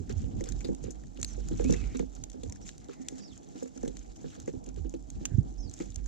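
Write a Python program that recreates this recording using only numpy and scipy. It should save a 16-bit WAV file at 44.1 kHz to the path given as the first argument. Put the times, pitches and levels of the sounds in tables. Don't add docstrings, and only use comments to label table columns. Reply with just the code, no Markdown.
import sys
import numpy as np
from scipy import signal
from scipy.fft import rfft, irfft, next_fast_len
from scipy.io import wavfile
from scipy.ndimage import uniform_filter1d, map_coordinates

SR = 44100
rng = np.random.default_rng(int(sys.argv[2]) if len(sys.argv) > 2 else 0)


def transcribe(signal):
    frames = np.atleast_2d(signal).T
    limited = np.clip(frames, -1, 1)
    pcm = np.round(limited * 32767).astype(np.int16)
    wavfile.write(sys.argv[1], SR, pcm)


N = 267687


def amp(db):
    return 10 ** (np.asarray(db) / 20)


def unit(x):
    return x / np.sqrt(np.mean(x ** 2) + 1e-20)


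def along(points, hz):
    f, v = np.transpose(points)
    return np.interp(np.log(hz + 1), np.log(f + 1), v)


def curves(rows):
    s, *cols = np.transpose(rows)
    return [np.interp(np.arange(N) / SR, s, c) for c in cols]


def wobble(rate, count=N):
    knots = rng.standard_normal(int(count * rate / SR) + 4)
    return map_coordinates(knots, [np.arange(count) * rate / SR])


def filtered(x, response):
    count = x.shape[-1]
    padded = next_fast_len(count + min(count // 2, 8192), True)
    spectrum = rfft(x, padded) * response(np.fft.rfftfreq(padded, 1 / SR))
    return irfft(spectrum, padded)[..., :count]


def resonance(hz, centre_hz, width_hz):
    return 1j * hz * width_hz / (centre_hz ** 2 - hz ** 2 + 1j * hz * width_hz)


def sides(pan_db):
    return amp(np.array([pan_db / 2, -pan_db / 2]))


# pitch_hz [Hz], left_right_likeness [correlation]
LIKENESS = [(900, -1.12), (1300, -0.4), (1900, -0.35), (2700, 0.33), (4000, 0.77), (5700, 0.12),
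            (7000, -0.031), (9000, 0.033)]


def spread(pair, spectrum, patchy_db):
    z = signal.stft(pair, nperseg=128)[2]
    field = uniform_filter1d(rng.standard_normal(z.shape[1:]), size=3, axis=0)
    field = uniform_filter1d(field, size=6, axis=1)
    pair = signal.istft(z * amp(patchy_db * unit(field)), nperseg=128)[1][:, :N]

    def mid_side(hz):
        turn = np.arccos(np.clip(along(LIKENESS, hz), -1, 1)) / 2
        return amp(along(spectrum, hz)) * [np.cos(turn), np.sin(turn)]
    mid, side = filtered(pair, mid_side)
    return unit(np.array([mid + side, mid - side]))


def add(out, s, sound):
    i = max(round(s * SR), 0)
    out[:, i:i + sound.shape[1]] += sound[:, :N - i]


# pitch_hz [Hz], relative_density_db [dB per Hz]
AIR_SPECTRUM = [(300, -23.5), (800, 3), (1300, -16.5), (3000, -9), (7000, -2), (9000, -12.5),
                (12000, -19.5), (16000, -43)]


def air():
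    return amp(-75.5) * spread(rng.standard_normal((2, N)), AIR_SPECTRUM, patchy_db=-2.0)


# start_s [s], tray_sway_level_db [dB], buffet_level_db [dB]
WIND_COURSE = [(0.0, -64, -34), (0.17, -48, -38), (0.59, -34.5, -41), (0.86, -48, -46), (1.11, -44, -52),
               (1.5, -37.5, -39.5), (1.72, -31.5, -34), (2.13, -40, -53.5), (2.38, -59, -50.5),
               (2.47, -46.5, -43), (3.09, -72, -57), (3.72, -77, -61.5), (3.87, -40.5, -51.5),
               (4.41, -65.5, -48), (4.75, -39, -49), (5.26, -46.5, -45.5), (5.38, -35.5, -42.5),
               (5.82, -52, -48), (5.9, -41.5, -42.5), (6.07, -32.5, -53)]
# pitch_hz [Hz], relative_density_db [dB per Hz]
BUFFET_SPECTRUM = [(15, -28), (30, -18), (45, -6), (100, -8), (150, -13.5), (250, -15), (500, -35),
                   (900, -120)]
# middle_s [s], right_peak_db [dB], pitch_hz at the middle [Hz], length_s [s]
AIR_PUFFS = [(0.022, -33.5, 110, 0.04), (0.136, -26, 100, 0.016), (0.247, -27.5, 118, 0.013),
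             (0.348, -29, 100, 0.016), (0.394, -25, 90, 0.016), (0.181, -20, 83, 0.038),
             (0.561, -29, 79, 0.027), (2.493, -28.5, 84, 0.023), (4.576, -29, 90, 0.0084),
             (4.827, -27, 72.4, 0.06), (5.323, -20, 128, 0.0073), (5.351, -16, 98.5, 0.019),
             (5.384, -14.5, 190, 0.0044), (5.391, -8.5, 96, 0.014), (5.4, -23.5, 176, 0.038),
             (5.981, -29.5, 78, 0.028)]
PUFF_LEFT_DB = -19


def wind():
    lumps = amp(5.3 * np.array([wobble(18), wobble(18)]))
    buffet = unit(filtered(lumps * rng.standard_normal((2, N)), lambda f: amp(along(BUFFET_SPECTRUM, f))))
    out = amp(curves(WIND_COURSE)[1]) * sides(-4.5)[:, None] * buffet
    t = np.arange(-SR // 10, SR // 10) / SR
    for s, db, hz, length in AIR_PUFFS:
        swell = amp(db) * np.exp(-(2 * t / length) ** 2)
        swing = -np.cos(2 * np.pi * hz * t * (1 - 6 * t))
        add(out, s - .1, swell * swing * amp([[PUFF_LEFT_DB], [0]]))
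    return out


# middle_s [s], pitch_hz [Hz], level_db [dB], length_s [s]
HOARSE_NOTES = [(1.836, 2280, -56, 0.043), (1.905, 2170, -59.5, 0.072), (1.93, 2200, -64, 0.02),
                (2.63, 5700, -54, 0.018), (3.023, 2000, -72.5, 0.42), (5.317, 1670, -71.5, 0.2)]


def hoarse():
    out, t = np.zeros((2, N)), np.arange(-SR // 5, SR // 5) / SR
    for s, hz, db, length in HOARSE_NOTES:
        broken = amp(1.7 * wobble(90, count=len(t)))
        breath = rng.standard_normal(len(t))
        voice = unit(broken * filtered(breath, lambda f: resonance(f, hz, 500) ** 2))
        swell = np.exp(-(2 * t / length) ** 2)
        add(out, s - .2, amp(db) * swell * voice * np.ones((2, 1)))
    return out


# (start_s [s], pitch_hz [Hz])
CHIRP_VOICES = [(-57.5, [(1.26, 6260), (1.272, 6350), (1.296, 6150), (1.308, 5900), (1.318, 5780),
                (1.328, 5630)]), (-63, [(3.2, 5250), (3.207, 5400), (3.24, 5950), (3.25, 5400),
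                (3.262, 5060), (3.287, 4380), (3.306, 3700), (3.322, 3550), (3.338, 2830)]),
                (-63, [(3.2, 4850), (3.21, 4950), (3.24, 4850), (3.254, 4880)]), (-63.5, [(5.58, 5300),
                (5.592, 6150), (5.602, 6360), (5.63, 5800), (5.655, 5200)]), (-64.5, [(5.579, 4950),
                (5.593, 5630), (5.625, 5250), (5.645, 4900), (5.675, 4560), (5.688, 4350), (5.7, 3800)])]
# (start_s [s], pitch_hz [Hz])
LOW_WHISTLES = [(-58.5, [(1.642, 2120), (1.662, 2510), (1.7, 2625), (1.748, 2720), (1.756, 2555),
                (1.785, 2620), (1.812, 2560)]), (-68, [(2.488, 920), (2.5, 980), (2.525, 960)])]
CALL_ATTACK_S, CALL_RELEASE_S, CALL_DB_PER_OCTAVE = 0.0036, 0.0091, 7


def calls():
    out, t = np.zeros((2, N)), np.arange(SR // 4) / SR
    # voice, pan dB, level warble dB, relative pitch jitter
    voices = ([(call, -5, 4.5, .017) for call in CHIRP_VOICES]
              + [(call, -2, 2.5, .004) for call in LOW_WHISTLES])
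    for (db, rows), pan_db, warble_db, jitter in voices:
        s, pitch = np.transpose(rows)
        hz = np.interp(t + s[0], s, pitch)
        time_left = s[-1] - s[0] - t
        gate = np.clip(np.minimum(t / CALL_ATTACK_S, time_left / CALL_RELEASE_S), 0, 1)
        unsteady_hz = hz * (1 + jitter * wobble(245, count=len(t)))
        tone = np.sqrt(2) * np.sin(2 * np.pi * np.cumsum(unsteady_hz) / SR)
        level_db = db + CALL_DB_PER_OCTAVE * np.log2(hz / pitch.max()) + warble_db * wobble(172, count=len(t))
        add(out, s[0], sides(pan_db)[:, None] * amp(level_db) * gate * tone)
    tail = rng.standard_normal((2, len(t))) * amp(-60 * t / 0.15)
    echo = signal.oaconvolve(out, tail / np.linalg.norm(tail[0]), axes=1)[:, :N]
    return out + amp(-1.5) * echo


# start_s [s], fine_level_db [dB], coarse_level_db [dB]
SLIDING = [(0.0, -65.5, -69), (0.59, -61.5, -67), (1.11, -68.5, -74), (1.43, -60, -64.5),
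           (1.81, -56.5, -59), (2.06, -66, -71.5), (4.31, -62, -68), (4.92, -68.5, -78.5),
           (6.07, -66, -69.5)]
# middle_s [s], fine_level_db [dB], coarse_level_db [dB], length_s [s]
BEAK_SWEEPS = [(0.217, -63, -65, 0.05), (1.298, -57.5, -66, 0.12), (1.72, -57, -59, 0.063),
               (1.877, -77, -65, 0.11), (2.164, -55, -61, 0.013), (2.666, -56.5, -73, 0.082),
               (2.94, -81, -75, 0.038), (3.186, -64, -69, 0.1), (3.619, -57.5, -65, 0.053),
               (4.32, -79, -66.5, 0.17), (5.24, -71, -71.5, 0.19), (5.79, -55.5, -66, 0.12)]
# pitch_hz [Hz], relative_density_db [dB per Hz]
FINE_SPECTRUM = [(3000, -14), (4500, -11), (5800, -1.5), (7000, 2.5), (7600, -0.5), (8300, -17),
                 (10000, -25), (12500, -34), (14500, -41), (16500, -53)]
COARSE_SPECTRUM = [(500, -23), (900, 3.5), (1400, 3.5), (2500, -1.5), (4000, -1), (5500, -7), (9000, -27.5)]
THROWN_S, THROWN_FINE_DB = 0.009, -16


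def rustle():
    t = np.arange(N) / SR
    level = amp(curves(SLIDING))
    for s, *_, seed_db in TRAY_HOPS:
        near = slice(round(s * SR), round((s + .15) * SR))
        age = (t[near] - s) / THROWN_S
        level[:, near] += amp([[seed_db + THROWN_FINE_DB], [seed_db]]) * np.e * age * np.exp(-age)
    for s, fine_db, coarse_db, length in BEAK_SWEEPS:
        near = slice(max(round((s - 2 * length) * SR), 0), round((s + 2 * length) * SR))
        level[:, near] += amp([[fine_db], [coarse_db]]) * np.exp(-(2 * (t[near] - s) / length) ** 2)
    clump = wobble(45)

    def grainy(rate, tick_db, clump_db):
        tick_level_db = tick_db + 3.0 * np.minimum(rng.exponential(size=N), 2.6)
        ticks = (rng.random(N) < rate / SR) * amp(tick_level_db)
        ticks = signal.lfilter([1], [1, -np.exp(-1 / (0.0015 * SR))], ticks)
        clumps = amp(clump_db * clump + 1.65 * wobble(70))
        return rng.standard_normal((2, N)) * (1 + ticks) * clumps
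    fine = spread(grainy(rate=150, tick_db=1.5, clump_db=2.0), FINE_SPECTRUM, patchy_db=2.0)
    coarse = spread(grainy(rate=150, tick_db=-14.5, clump_db=2.2), COARSE_SPECTRUM, patchy_db=3.5)
    return level[0] * sides(0.39)[:, None] * fine + level[1] * coarse


# start_s [s], peak_level_db before panning [dB], husk_pitch_hz [Hz],
# husk_ring_over_crack_db [dB], crumble_t60_s [s]
HUSK_SNAPS = [(0.0939, -40.5, 1480, -4, 0.045), (0.124, -40.5, 2920, -7, 0.027),
              (0.167, -55, 3000, -14, .01), (0.2174, -47, 2640, -20, 0.019), (0.242, -46, 3150, 8, 0.02),
              (0.4077, -34, 1960, -2.5, 0.031), (0.4399, -31.5, 3520, -10, 0.017),
              (0.457, -44, 2120, -2, 0.041), (0.488, -40, 1390, -9.5, 0.048),
              (0.5201, -35.5, 3670, -5.5, 0.033), (0.606, -44.5, 2240, -1, 0.047),
              (0.645, -38, 4060, 8, 0.078), (0.647, -48.5, 1670, -7, .05), (0.684, -48, 1960, -4, 0.035),
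              (0.748, -45, 3000, -7, 0.011), (0.838, -38, 3520, -8.5, 0.038),
              (0.906, -39.5, 4180, -14, 0.069), (1.037, -49, 1870, 4, 0.016),
              (1.068, -51.5, 4300, -5, 0.024), (1.146, -53.5, 4000, -23, 0.014),
              (1.173, -45.5, 2880, 1, 0.021), (1.199, -45, 3950, -25, 0.029),
              (1.2139, -32.5, 3960, -14.5, 0.016), (1.229, -22, 4170, -6, 0.014),
              (1.246, -27, 4740, -4, 0.016), (1.3355, -44, 3300, -18, 0.018), (1.452, -64, 3500, -18, .03),
              (1.486, -33, 3500, -18, 0.0072), (1.562, -48, 2300, 4, 0.037), (1.594, -41, 2190, 12, 0.037),
              (1.609, -37.5, 1570, 2, 0.035), (1.641, -33, 2380, -4, 0.055), (1.685, -40, 2000, -11, 0.024),
              (1.697, -45, 2000, -18, 0.013), (1.707, -30, 1990, -14.5, 0.012),
              (1.724, -32.5, 2600, -16, 0.014), (1.738, -34.5, 1790, 5, 0.07),
              (1.8387, -44, 2280, 10, 0.053), (1.97, -36.5, 2260, -9, 0.019), (1.9929, -35, 2090, 4, 0.017),
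              (2.129, -57, 3500, -19, .015), (2.151, -40, 3770, -10.5, 0.036),
              (2.2374, -37, 3730, -7.5, 0.02), (2.299, -41, 3260, -11, 0.017),
              (2.317, -49, 3300, -10, .015), (2.331, -51, 3300, -8, .015), (2.4334, -39.5, 3650, -2, 0.026),
              (2.452, -54, 3500, -20, 0.014), (2.497, -37, 4000, -4, 0.0099),
              (2.523, -33.5, 1820, -11, 0.025), (2.559, -47, 1700, -5, .02), (2.665, -43.5, 2500, 3, 0.021),
              (2.6906, -37, 3170, 1, 0.015), (2.78, -42, 4200, -10, 0.011), (2.885, -46.5, 3200, 1, 0.03),
              (2.8944, -42.5, 1330, 10, 0.021), (2.9324, -45, 2320, 5, 0.04),
              (3.017, -49.5, 3500, -20, 0.022), (3.085, -25, 3600, -8.5, 0.011),
              (3.3762, -42, 2490, -22, 0.016), (3.488, -49, 3000, -25, 0.022),
              (3.558, -50.5, 2500, -4, .025), (3.588, -49, 3000, -12, 0.013),
              (3.629, -40, 2360, -18, 0.039), (3.68, -51, 3500, -27, 0.012), (3.7748, -44, 1370, -8, 0.02),
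              (3.83, -37.5, 1880, -13, 0.027), (3.85, -44, 1690, -2, .06), (3.878, -36, 3450, -5, 0.03),
              (3.9691, -37, 3660, -5, 0.014), (4.161, -49.5, 3000, -6.5, 0.032),
              (4.304, -48, 2970, 0, 0.029), (4.35, -46, 2920, -1, 0.054), (4.4, -34.5, 3100, -16, 0.022),
              (4.475, -41.5, 1950, 0, 0.075), (4.529, -54, 3000, -22, .02), (4.641, -49, 3000, -26, 0.015),
              (4.662, -44, 2760, -8, 0.023), (4.6895, -43.5, 2860, -28, 0.018),
              (4.743, -49, 3000, -23, 0.016), (4.761, -48, 3700, 0, 0.056), (4.846, -56, 3500, 13, 0.02),
              (4.895, -38, 3650, -14, 0.012), (4.9395, -41.5, 2450, -5, 0.023),
              (5.025, -52, 3500, -15, 0.011), (5.102, -34.5, 3580, -11.5, 0.012),
              (5.254, -44, 5050, -3, .01), (5.2536, -21, 2670, -8, 0.018), (5.3737, -49.5, 1540, -22, .015),
              (5.43, -56, 2200, -26, .015), (5.63, -59, 3560, -4, 0.013), (5.696, -38, 3810, -19, 0.011),
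              (5.7128, -46.5, 3600, 2, .02), (5.739, -31, 4080, -14, 0.0047), (5.801, -42, 2110, 8, 0.074),
              (5.821, -40, 2720, -9, 0.022), (5.903, -46.5, 2700, -19, 0.023), (5.921, -48, 3600, 8, .015),
              (5.9436, -50, 2910, -16, 0.033), (5.959, -29.5, 3730, -9, 0.013),
              (6.041, -56, 2120, -22, 0.016), (6.059, -39.5, 1670, -9, 0.048)]
# pitch_hz [Hz], width_hz of one resonator [Hz], level_db [dB]
PORT_CAVITY = [(7006, 545, -3.5), (6450, 1570, 1)]
HUSK_Q, SNAP_TOP_DB, SNAP_LEFT_DB = 2.5, -25, 2
SNAP_PAN_SCATTER_DB, SNAP_LAG_S = 2, .00004
CRUMBLE_DB, CRUMBLE_LUMPY_DB, BROAD_DB = -8, 4.5, -7


def snaps():
    out, t = np.zeros((2, N)), np.arange(SR // 16) / SR

    def port(f):
        return sum(amp(db) * resonance(f, hz, width) ** 2 for hz, width, db in PORT_CAVITY)
    for s, db, husk_hz, husk_db, t60 in HUSK_SNAPS:
        shared, *own = rng.standard_normal((3, len(t)))
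        lumpy_db = CRUMBLE_LUMPY_DB * wobble(580, count=len(t))
        crumble = amp(CRUMBLE_DB + lumpy_db - 60 * t / np.clip(t60, .004, .09))
        env = amp(-60 * t / 0.0048) + crumble + 0.013 * amp(-60 * t / 0.21)
        burst = env * (1 - np.exp(-t / 0.00054))
        place = rng.standard_normal()

        def colour(f):
            husk = amp(husk_db) * resonance(f, husk_hz, husk_hz / HUSK_Q) ** 2
            broad = amp(husk_db + BROAD_DB) * resonance(f, 0.68 * husk_hz, 0.72 * husk_hz) ** 2
            top = amp(SNAP_TOP_DB) * resonance(f, 10470, 12000) ** 2
            return (port(f) + husk + broad + top) / (1 + (f / 13500) ** 12)

        def lag(f):
            return np.exp(1j * np.pi * f * SNAP_LAG_S * place * np.array([[1], [-1]]))
        crack = (filtered(burst * shared, lambda f: colour(f) * lag(f))
                 + filtered(burst * np.array(own), lambda f: colour(f) * 0.56))
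        gains = amp(db) * sides(SNAP_LEFT_DB + SNAP_PAN_SCATTER_DB * place)[:, None]
        add(out, s, gains * crack / np.abs(crack.mean(0)).max())
    return out


# pitch_hz [Hz], t60_s [s] (hops ring for 0.54 of it),
# right_level_db [dB], left_over_right_db [dB], left_lead_rad [rad]
TRAY_MODES = [(46.86, 0.56, -2, -11, -1), (110, 0.048, -21.5, -30, 6.5), (157.2, 0.2, 1.5, -3, 3.5),
              (201.5, 0.17, 1.5, -6, 3.5), (258, 0.35, -3.5, -6.5, 4), (290, 0.078, -7.5, 5.5, -0.33),
              (331.2, 0.19, -7, -2.5, -1.5), (394, 0.13, -6.5, -10, 3.5), (471.6, 0.11, -4.5, -5.5, 3.5),
              (522, 0.1, -11, -0.5, 3.5), (637, 0.033, -8, -8.5, 3.5), (760.6, 0.032, -7.5, -1.5, 4),
              (858, 0.15, -14, 1, 3.5), (1035, 0.042, -17.5, -1, 3), (1310, 0.036, -6.5, -4.5, 3),
              (1660, 0.036, -13.5, 0, 1)]
# start_s [s], peak_level_db [dB], most_ringing_pitch_hz [Hz], hardness_db [dB],
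# thrown_seed_level_db of the coarse part [dB]
TRAY_HOPS = [(0.096, -25.5, 394, 14, -53.5), (0.24, -36, 266, 19, -85), (0.41, -23.5, 352, 10, -75),
             (0.468, -35, 194, 12, -56), (0.647, -24.5, 345, 10, -66), (0.69, -19.5, 362, 0.5, -85),
             (0.841, -30, 288, 18.5, -60), (0.88, -25.5, 346, 8, -74), (1.158, -38.5, 254, -6, -65.5),
             (1.189, -32, 366, 12, -66), (1.379, -32.5, 194, 15, -85), (1.511, -22, 254, 2, -58.5),
             (1.598, -19, 340, 22, -56.5), (1.649, -17.5, 250, 0, -65), (1.696, -12.5, 201, 2.5, -59),
             (1.729, -22, 199, 9, -62.5), (1.947, -24, 250, 11.5, -58), (1.998, -17, 290, 9.5, -58.5),
             (2.345, -34, 253, 15, -87), (2.433, -28.5, 253, 8.5, -85), (2.518, -42, 328, 22, -80),
             (2.889, -30.5, 369, 11, -61), (3, -32, 248, -10, -79), (3.124, -30.5, 252, 4, -86),
             (3.555, -32.5, 280, 5.5, -70), (3.626, -25, 257, 14.5, -67.5), (3.764, -33, 260, 12, -70),
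             (3.835, -21, 248, 14.5, -65), (3.876, -25, 235, 7, -73), (4.244, -27.5, 220, 10, -71),
             (4.378, -37, 286, 12, -70), (4.48, -21, 332, 11, -63), (4.538, -28.5, 256, 5, -85),
             (4.672, -33, 240, 7, -62.5), (4.771, -30, 400, 8, -64), (4.849, -26, 335, 5, -71),
             (4.94, -26, 340, 5, -63.5), (5.214, -30, 241, 1, -91), (5.805, -24.5, 330, 6, -55.5),
             (6.019, -41.5, 265, -13, -86)]
# start_s [s], level_db [dB]
FOOT_SHUFFLE = [(0.0, -50.5), (0.64, -47), (1.2, -52.5), (1.67, -45), (2.1, -52.5), (2.45, -49.5),
                (2.7, -52), (3.03, -46.5), (3.38, -51), (3.79, -49.5), (4.04, -50), (4.4, -49), (4.9, -51),
                (5.43, -51), (6.07, -53)]
# (Hz, dB) at the low end; hardness lifts the modes at HARD_HZ; (Hz, dB over hardness) at the high end
HOP_LOW, HARD_HZ, HOP_HIGH = (214, -3.3), 456, (1060, -23)
FOCUS_DB, FOCUS_OCTAVES = 7.5, 0.14


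def tray():
    hz, t60, db, left_db, lead = np.transpose(TRAY_MODES)[:, 1:, None]
    out, t = np.zeros((2, N)), np.arange(SR // 2) / SR
    chances = rng.standard_normal((len(TRAY_HOPS), 2, len(hz), 1))
    for (s, peak_db, pitch_hz, hard_db, _), chance in zip(TRAY_HOPS, chances):
        high = (HOP_HIGH[0], hard_db + HOP_HIGH[1])
        colour_db = along([HOP_LOW, (255, 0), (340, 0), (HARD_HZ, hard_db), high], hz)
        colour_db = colour_db + FOCUS_DB * np.exp(-(np.log2(hz / pitch_hz) / FOCUS_OCTAVES) ** 2)
        swell = 1 - np.exp(-t * hz / 1.26)
        env = amp(db + colour_db + 3.63 * chance[0] - 60 * t / (0.54 * t60)) * swell
        phase = 2 * np.pi * hz * t + 0.93 * chance[1]
        left = (env * amp(left_db) * np.sin(phase + lead)).sum(0)
        ring = np.array([left, (env * np.sin(phase)).sum(0)])
        late = round(SR * (0.01197 + 0.02005 * rng.random()))
        both = ring + 0.35 * np.pad(ring, ((0, 0), (late, 0)))[:, :len(t)]
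        add(out, s - .0015, amp(peak_db) * both / np.abs(both).max())

    def driven(modes, lumpy_db, rate):
        push = rng.standard_normal((len(modes), N)) * amp(lumpy_db * wobble(rate))
        total = 0
        for p, (hz, t60, db, left_db, lead) in zip(push, modes):
            width_hz = np.log(1000) / np.pi / t60
            stereo = np.array([[amp(left_db) * np.exp(1j * lead)], [1]])

            def mode(f):
                soft = 1 + (f / (2.76 * hz)) ** 4
                return amp(db) * resonance(f, hz, width_hz) * np.sqrt(t60) / soft * stereo
            total = total + filtered(p, mode)
        return unit(total)
    hz, _, _, left_db, lead = TRAY_MODES[0]
    sway_hz = hz * (1 + 0.072 * wobble(9))
    phase = 2 * np.pi * np.cumsum(sway_hz) / SR
    sway = amp(4.3 * wobble(21.975)) * np.array([amp(left_db) * np.sin(phase + lead), np.sin(phase)])
    tremble = driven(TRAY_MODES[1:-3], lumpy_db=2.5, rate=25)
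    return out + amp(curves(FOOT_SHUFFLE)[0]) * tremble + amp(curves(WIND_COURSE)[0]) * unit(sway)


def scene():
    return air() + wind() + hoarse() + calls() + rustle() + snaps() + tray()


TOP_HZ = 15800


def record(dry):
    return filtered(dry, lambda hz: hz < TOP_HZ)


dry = scene()
out = record(dry)
transcribe(out)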